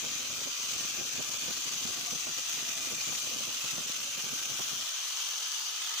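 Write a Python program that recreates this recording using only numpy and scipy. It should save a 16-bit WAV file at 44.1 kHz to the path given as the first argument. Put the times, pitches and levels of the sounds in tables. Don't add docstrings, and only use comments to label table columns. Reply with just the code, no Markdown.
import sys
import numpy as np
from scipy import signal
from scipy.fft import rfft, irfft, next_fast_len
from scipy.io import wavfile
from scipy.ndimage import uniform_filter1d, minimum_filter1d, map_coordinates

SR = 44100
rng = np.random.default_rng(int(sys.argv[2]) if len(sys.argv) > 2 else 0)


def linear_from_db(decibels):
    return 10 ** (np.asarray(decibels, float) / 20)


def generate_wav(sig):
    pcm = np.round(np.clip(np.atleast_2d(sig).T, -1, 1) * 32767).astype(np.int16)
    wavfile.write(sys.argv[1], SR, pcm)


N = 264600


def unit(x):
    return x / np.sqrt(np.mean(x ** 2) + 1e-20)


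def along(points, hz, order=1):
    rows = np.transpose(points)
    return np.interp(np.log(hz + 1), np.log(rows[0] + 1), rows[order])


def curves(rows):
    s, *columns = np.transpose(rows)
    return [np.interp(np.arange(N) / SR, s, column) for column in columns]


def bell(center_s, width_s):
    return np.exp(-((np.arange(N) / SR - center_s) / width_s) ** 2)


def wobble(rate):
    knots = rng.standard_normal(int(N * rate / SR) + 4)
    return map_coordinates(knots, [np.arange(N) * rate / SR])


def filtered(x, response):
    m = next_fast_len(N + 8192)
    return irfft(rfft(x, m) * response(np.fft.rfftfreq(m, 1 / SR)), m)[..., :N]


def narrow(hz, width):
    carrier = np.exp(2j * np.pi * np.cumsum(hz + np.zeros(N)) / SR)
    return unit(np.real(carrier * (wobble(width) + 1j * wobble(width))))


# time in seconds, share out of the cut from 0 to 1.
LIFT_PATH = [
    (0, 0.11),
    (4.45, 0.2),
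    (4.9, 0.7),
    (6, 0.66),
]


def bar_out():
    out, = curves(LIFT_PATH)
    return out


def bounce():
    lap = 1.28 * narrow(20, 8)
    contact = (0.5 - 0.86 * bar_out()) * (0.76 * wobble(45) + lap)
    return linear_from_db(contact + 0.75 * wobble(90))


def link_blows():
    link_hz, scatter, burst_s, spread_db = 568, 0.35, 0.00075, 4.5
    count = int(N / SR * link_hz)
    luck = rng.standard_normal((count, 2))
    at = ((np.arange(count) + scatter * luck[:, 0]) * SR / link_hz).astype(int)
    blows = np.bincount(np.clip(at, 0, N - 1), linear_from_db(spread_db * luck[:, 1]), N)
    bursts = signal.lfilter([1], [1, -np.exp(-1 / (burst_s * SR))], blows)
    return unit(bursts) * rng.standard_normal((2, N))


def fan_rush():
    z = signal.stft(rng.standard_normal((2, N)), nperseg=512)[2]
    patches = uniform_filter1d(rng.standard_normal(z.shape), 4, axis=1)
    patches = uniform_filter1d(patches, 6, axis=2)
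    rush = signal.istft(z * linear_from_db(2.0 * unit(patches)), nperseg=512)[1]
    return unit(rush[:, :N])


def ridges(x, depth_db):
    z = signal.stft(x, nperseg=1024)[2]
    field = uniform_filter1d(rng.standard_normal(z.shape), size=3, axis=1)
    field = uniform_filter1d(field, size=40, axis=2)
    return unit(signal.istft(z * linear_from_db(depth_db * unit(field)), nperseg=1024)[1][:, :N])


# frequency in Hz, left-right likeness from 0 to 1.
COHERENCE = [(300, 0.74), (700, 0.72), (900, 0.42), (1200, 0.73), (1500, 0.028), (5500, 0.05), (6200, 0.37),
             (7200, 0.033)]


def cohere(a, b):
    def like(hz):
        return np.clip(along(COHERENCE, hz), 0, 0.99)

    shared = filtered(a, like)
    separate = filtered(b, lambda hz: np.sqrt(1 - like(hz) ** 2))
    return np.array([a, shared + separate])


# frequency in Hz, cutting level and free level in dB per Hz.
LEFT_SPECTRUM = [(60, -33, -38), (377, -26, -27), (460, -19.5, -22), (1340, -7, -8), (1460, -13, -5),
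                 (2720, -5.5, -4), (5590, 0.5, 4.5), (6180, 6.5, 9), (7420, -2, -0.5), (8980, -13, -12.5),
                 (11040, -18.5, -16), (12900, -30, -30), (13700, -35, -30), (14400, -27, -24)]
# frequency in Hz, cutting level and free level in dB per Hz.
RIGHT_SPECTRUM = [(60, -41, -29), (380, -17.5, -45), (500, -17, -19), (970, -14, -10), (1300, -5.5, -4.5),
                  (2214, -6, -8), (2386, 2.5, -9), (3060, 1.5, 6), (4110, -3.5, -3.5), (5450, -7.5, -9),
                  (5960, 1, -2.5), (8000, -13.5, -15.5), (9600, -12.5, -21), (10800, -14, -22)]
# frequency in Hz, gain in dB.
PORT_RESONANCE = [(1500, 0), (1700, -3), (1900, 0), (8800, 1), (9300, -2), (10400, 1), (11600, -2),
                  (12600, 1), (13150, 1), (13650, -3), (14000, 0), (14600, 10), (14900, 6), (15500, 6)]


def at_ports(pair):
    def heard(column):
        def response(hz):
            right_db = along(RIGHT_SPECTRUM, hz, column) + along(PORT_RESONANCE, hz)
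            return linear_from_db([along(LEFT_SPECTRUM, hz, column), right_db])
        return filtered(pair, response)

    out = bar_out()
    return (1 - out) * heard(1) + out * heard(2)


# time in seconds, turn from 0 to 1.
SWING = [
    (0, 0.27),
    (1, 0.24),
    (2, .35),
    (4, 0.5),
    (4.6, 0.72),
    (6, 0.94),
]
# time in seconds, lift in dB.
CHAIN_SNAGS = [
    (2.385, 3.9),
    (2.775, 3.4),
    (3.03, 2.3),
    (5.99, 3.5),
]


def chain(chatter):
    share = 0.56
    white = chatter * (share * link_blows() + np.sqrt(1 - share ** 2) * fan_rush())
    heard = at_ports(ridges(cohere(*white), depth_db=1.8))
    turn, = curves(SWING)
    hiss_db, pan_db = 4.5 * turn, 1.1 - 3.5 * turn
    ring_db = -1 + 1.5 * bell(3, 2.47)
    rattle_db = -37 + 0.47 * wobble(8.9)
    rattle_db = rattle_db + sum(db * bell(s, 0.0078) for s, db in CHAIN_SNAGS)
    low = filtered(heard, lambda hz: hz < 4800)
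    below_hiss = filtered(heard, lambda hz: hz < 8500)
    moved = low + linear_from_db(ring_db) * (below_hiss - low) + linear_from_db(hiss_db) * (heard - below_hiss)
    return linear_from_db(rattle_db + 8.5 + pan_db * [[0.5], [-0.5]]) * moved


# frequency in Hz, width in Hz, left level and right level in dB.
BAR_MODES = [(1185, 80, -62, -63), (1570, 50, -67, -69), (6127, 45, -47.5, -57), (6600, 160, -56, -65),
             (2990, 220, -64, -58.5), (3600, 100, -61, -63)]


def bar_ring(chatter):
    return chatter * sum(linear_from_db([[l], [r]]) * narrow(hz, width) for hz, width, l, r in BAR_MODES)


# time in seconds, lift in dB.
KERF_SWELLS = [
    (2.03, 8.6),
    (2.72, 8.4),
    (4.05, 6.2),
]


def kerf_whistle(chatter):
    since = np.arange(N) / SR - 1.8
    rise_s = 0.15
    sinking_hz = np.maximum(737 - 72 * since, 576)
    slot_hz = np.where(since < 0, 528, sinking_hz)
    deep = np.clip(since / rise_s, 0, 1) * linear_from_db(-65 - 2.5 * since)
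    shallow = np.clip(-since / rise_s - 1, 0, 1) * linear_from_db(-71)
    swell_db = 2.5 * wobble(14) + sum(db * bell(s, 0.18) for s, db in KERF_SWELLS)
    slot = (deep + shallow) * linear_from_db(swell_db) * narrow(slot_hz, 85)
    return chatter * slot * linear_from_db([[0], [-4]])


# frequency in Hz, level in dB per Hz.
AIR_SPECTRUM = [(20, -42), (50, -5.5), (100, 1), (220, 4), (500, -2), (900, -10), (1600, -14), (3000, -61)]


def port_turbulence(force_db):
    excess_db = force_db - force_db.mean()
    air = filtered(rng.standard_normal((2, N)), lambda hz: linear_from_db(along(AIR_SPECTRUM, hz)))
    air = air / np.abs(uniform_filter1d(air ** 2, size=900) + 1e-20) ** 0.35
    deep = filtered(air, lambda hz: hz < 90)
    bright = filtered(air, lambda hz: hz > 450)
    shifted = air + (linear_from_db(0.18 * excess_db) - 1) * bright + (linear_from_db(-0.6 * excess_db) - 1) * deep
    return linear_from_db(force_db) * shifted / air.std()


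# time in seconds, peak in dB, length in seconds.
AIR_GUSTS = [(0.063, -44.5, 0.07), (0.18, -50.5, 0.14), (0.31, -48.7, 0.031), (0.432, -50, 0.13),
             (0.736, -51.5, 0.14), (1.013, -45.5, 0.12), (1.184, -44.5, 0.08), (1.326, -51, 0.094),
             (1.49, -43, 0.12), (1.69, -43.5, 0.089), (1.858, -44.5, 0.052), (2.01, -49, 0.17),
             (2.142, -47, 0.084), (2.294, -48, 0.088), (2.387, -46, 0.032), (2.543, -53, 0.041),
             (2.73, -51.5, 0.14), (2.916, -46, 0.17), (3.102, -45.5, 0.067), (3.264, -49.5, 0.074),
             (3.38, -47.5, 0.12), (3.486, -43, 0.02), (3.65, -42, 0.021), (3.773, -48.5, 0.13),
             (3.902, -43, 0.015), (4.012, -49, 0.062), (4.295, -48.5, 0.14), (4.542, -46.5, 0.076),
             (4.598, -40, 0.03), (4.74, -50, 0.061)]
# time in seconds, depth in dB, length in seconds.
AIR_LULLS = [(0.56, 19, .04), (1.538, 13, .02), (1.695, 21, 0.024), (2.065, 10, 0.022), (2.207, 6, .025),
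             (2.348, 17, .02), (2.435, 16, .06), (3.612, 1, .04), (3.924, 10, 0.035), (4.218, 14, 0.03),
             (4.577, 13, .02), (4.663, 1, 0.055)]


def draught():
    t = np.arange(N) / SR
    power = linear_from_db(2 * (-52.5 - 0.54 * t))
    for s, db, length in AIR_GUSTS:
        near = slice(max(round((s - 0.15) * SR), 0), round((s + 0.15) * SR))
        power[near] += linear_from_db(2 * db) * np.exp(-np.abs((t[near] - s) / (0.45 * length)) ** 3)
    eddies_db = 3 * wobble(55) + 2.34 * wobble(120)
    lulls_db = sum(db * bell(s, 0.53 * length) for s, db, length in AIR_LULLS)
    force_db = 10 * np.log10(power) + eddies_db - lulls_db
    facing = np.clip((4.86 - t) / 0.031, 0, 1)
    return facing * port_turbulence(force_db) * linear_from_db([[-27], [0]])


# frequency in Hz, left level and right level in dB.
MOTOR_TONES = [(462, -73, -73), (925, -67, -62), (1270, -66, -60), (1701, -62, -60), (5103, -56, -61),
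               (5673, -55, -62)]


def motor_whine(chatter):
    t = np.arange(N) / SR
    free = linear_from_db(2.5) * (1 - np.exp(-np.maximum(t - 4.85, 0) / 0.45))
    tones = 0
    for hz, l, r in MOTOR_TONES:
        tone = np.sin(2 * np.pi * hz * t) + 0.5 * narrow(hz, 15)
        tones = tones + linear_from_db([[l], [r]]) * tone
    return chatter * free * tones


def scene():
    chatter = bounce()
    tool = chain(chatter) + bar_ring(chatter) + kerf_whistle(chatter) + motor_whine(chatter)
    return tool + draught()


# frequency in Hz, left and right threshold in dB relative to the average.
GATE_THRESHOLD = [(1500, -7, -7), (2200, -4.5, -4.5), (3000, -8, -8), (7000, -7, -7), (9500, -3.3, -3.3),
                  (11700, -2.5, -3.5), (13700, 0, -4.5), (15250, -3, -7)]


def thin(x):
    hz, _, z = signal.stft(x, SR, window="cosine", nperseg=2048)
    power = np.abs(uniform_filter1d(np.abs(z) ** 2, size=7, axis=1)) + 1e-20
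    power = np.abs(uniform_filter1d(power, size=2, axis=2))
    average_db = uniform_filter1d(10 * np.log10(power.mean(axis=2)), size=70, axis=1)
    limit_db = average_db + [along(GATE_THRESHOLD, hz, 1), along(GATE_THRESHOLD, hz, 2)]
    luck = rng.standard_normal((2, 33, z.shape[2]))
    sway_db = 2 * np.repeat(luck, 32, axis=1)[:, :len(hz)]
    audible = power > linear_from_db(2 * (limit_db[..., None] + sway_db))
    keep = audible | (hz < 1400)[:, None]
    return signal.istft(z * keep, SR, window="cosine", nperseg=2048)[1][:, :N]


def roll_off(x):
    return signal.sosfilt(signal.butter(12, 16830, fs=SR, output="sos"), x)


def record(dry):
    envelope = np.abs(signal.hilbert(dry))
    peaks = -minimum_filter1d(-envelope, size=41)
    over = uniform_filter1d(peaks, size=41) / 0.095
    held = dry / (1 + over ** 4) ** 0.25
    held = held * linear_from_db(0.6 * np.cos(2 * np.pi * (np.arange(N) - 875) / 1024))
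    finished = thin(filtered(held, lambda hz: hz < 15530))
    return roll_off(finished)


dry = scene()
out = record(dry)
generate_wav(out)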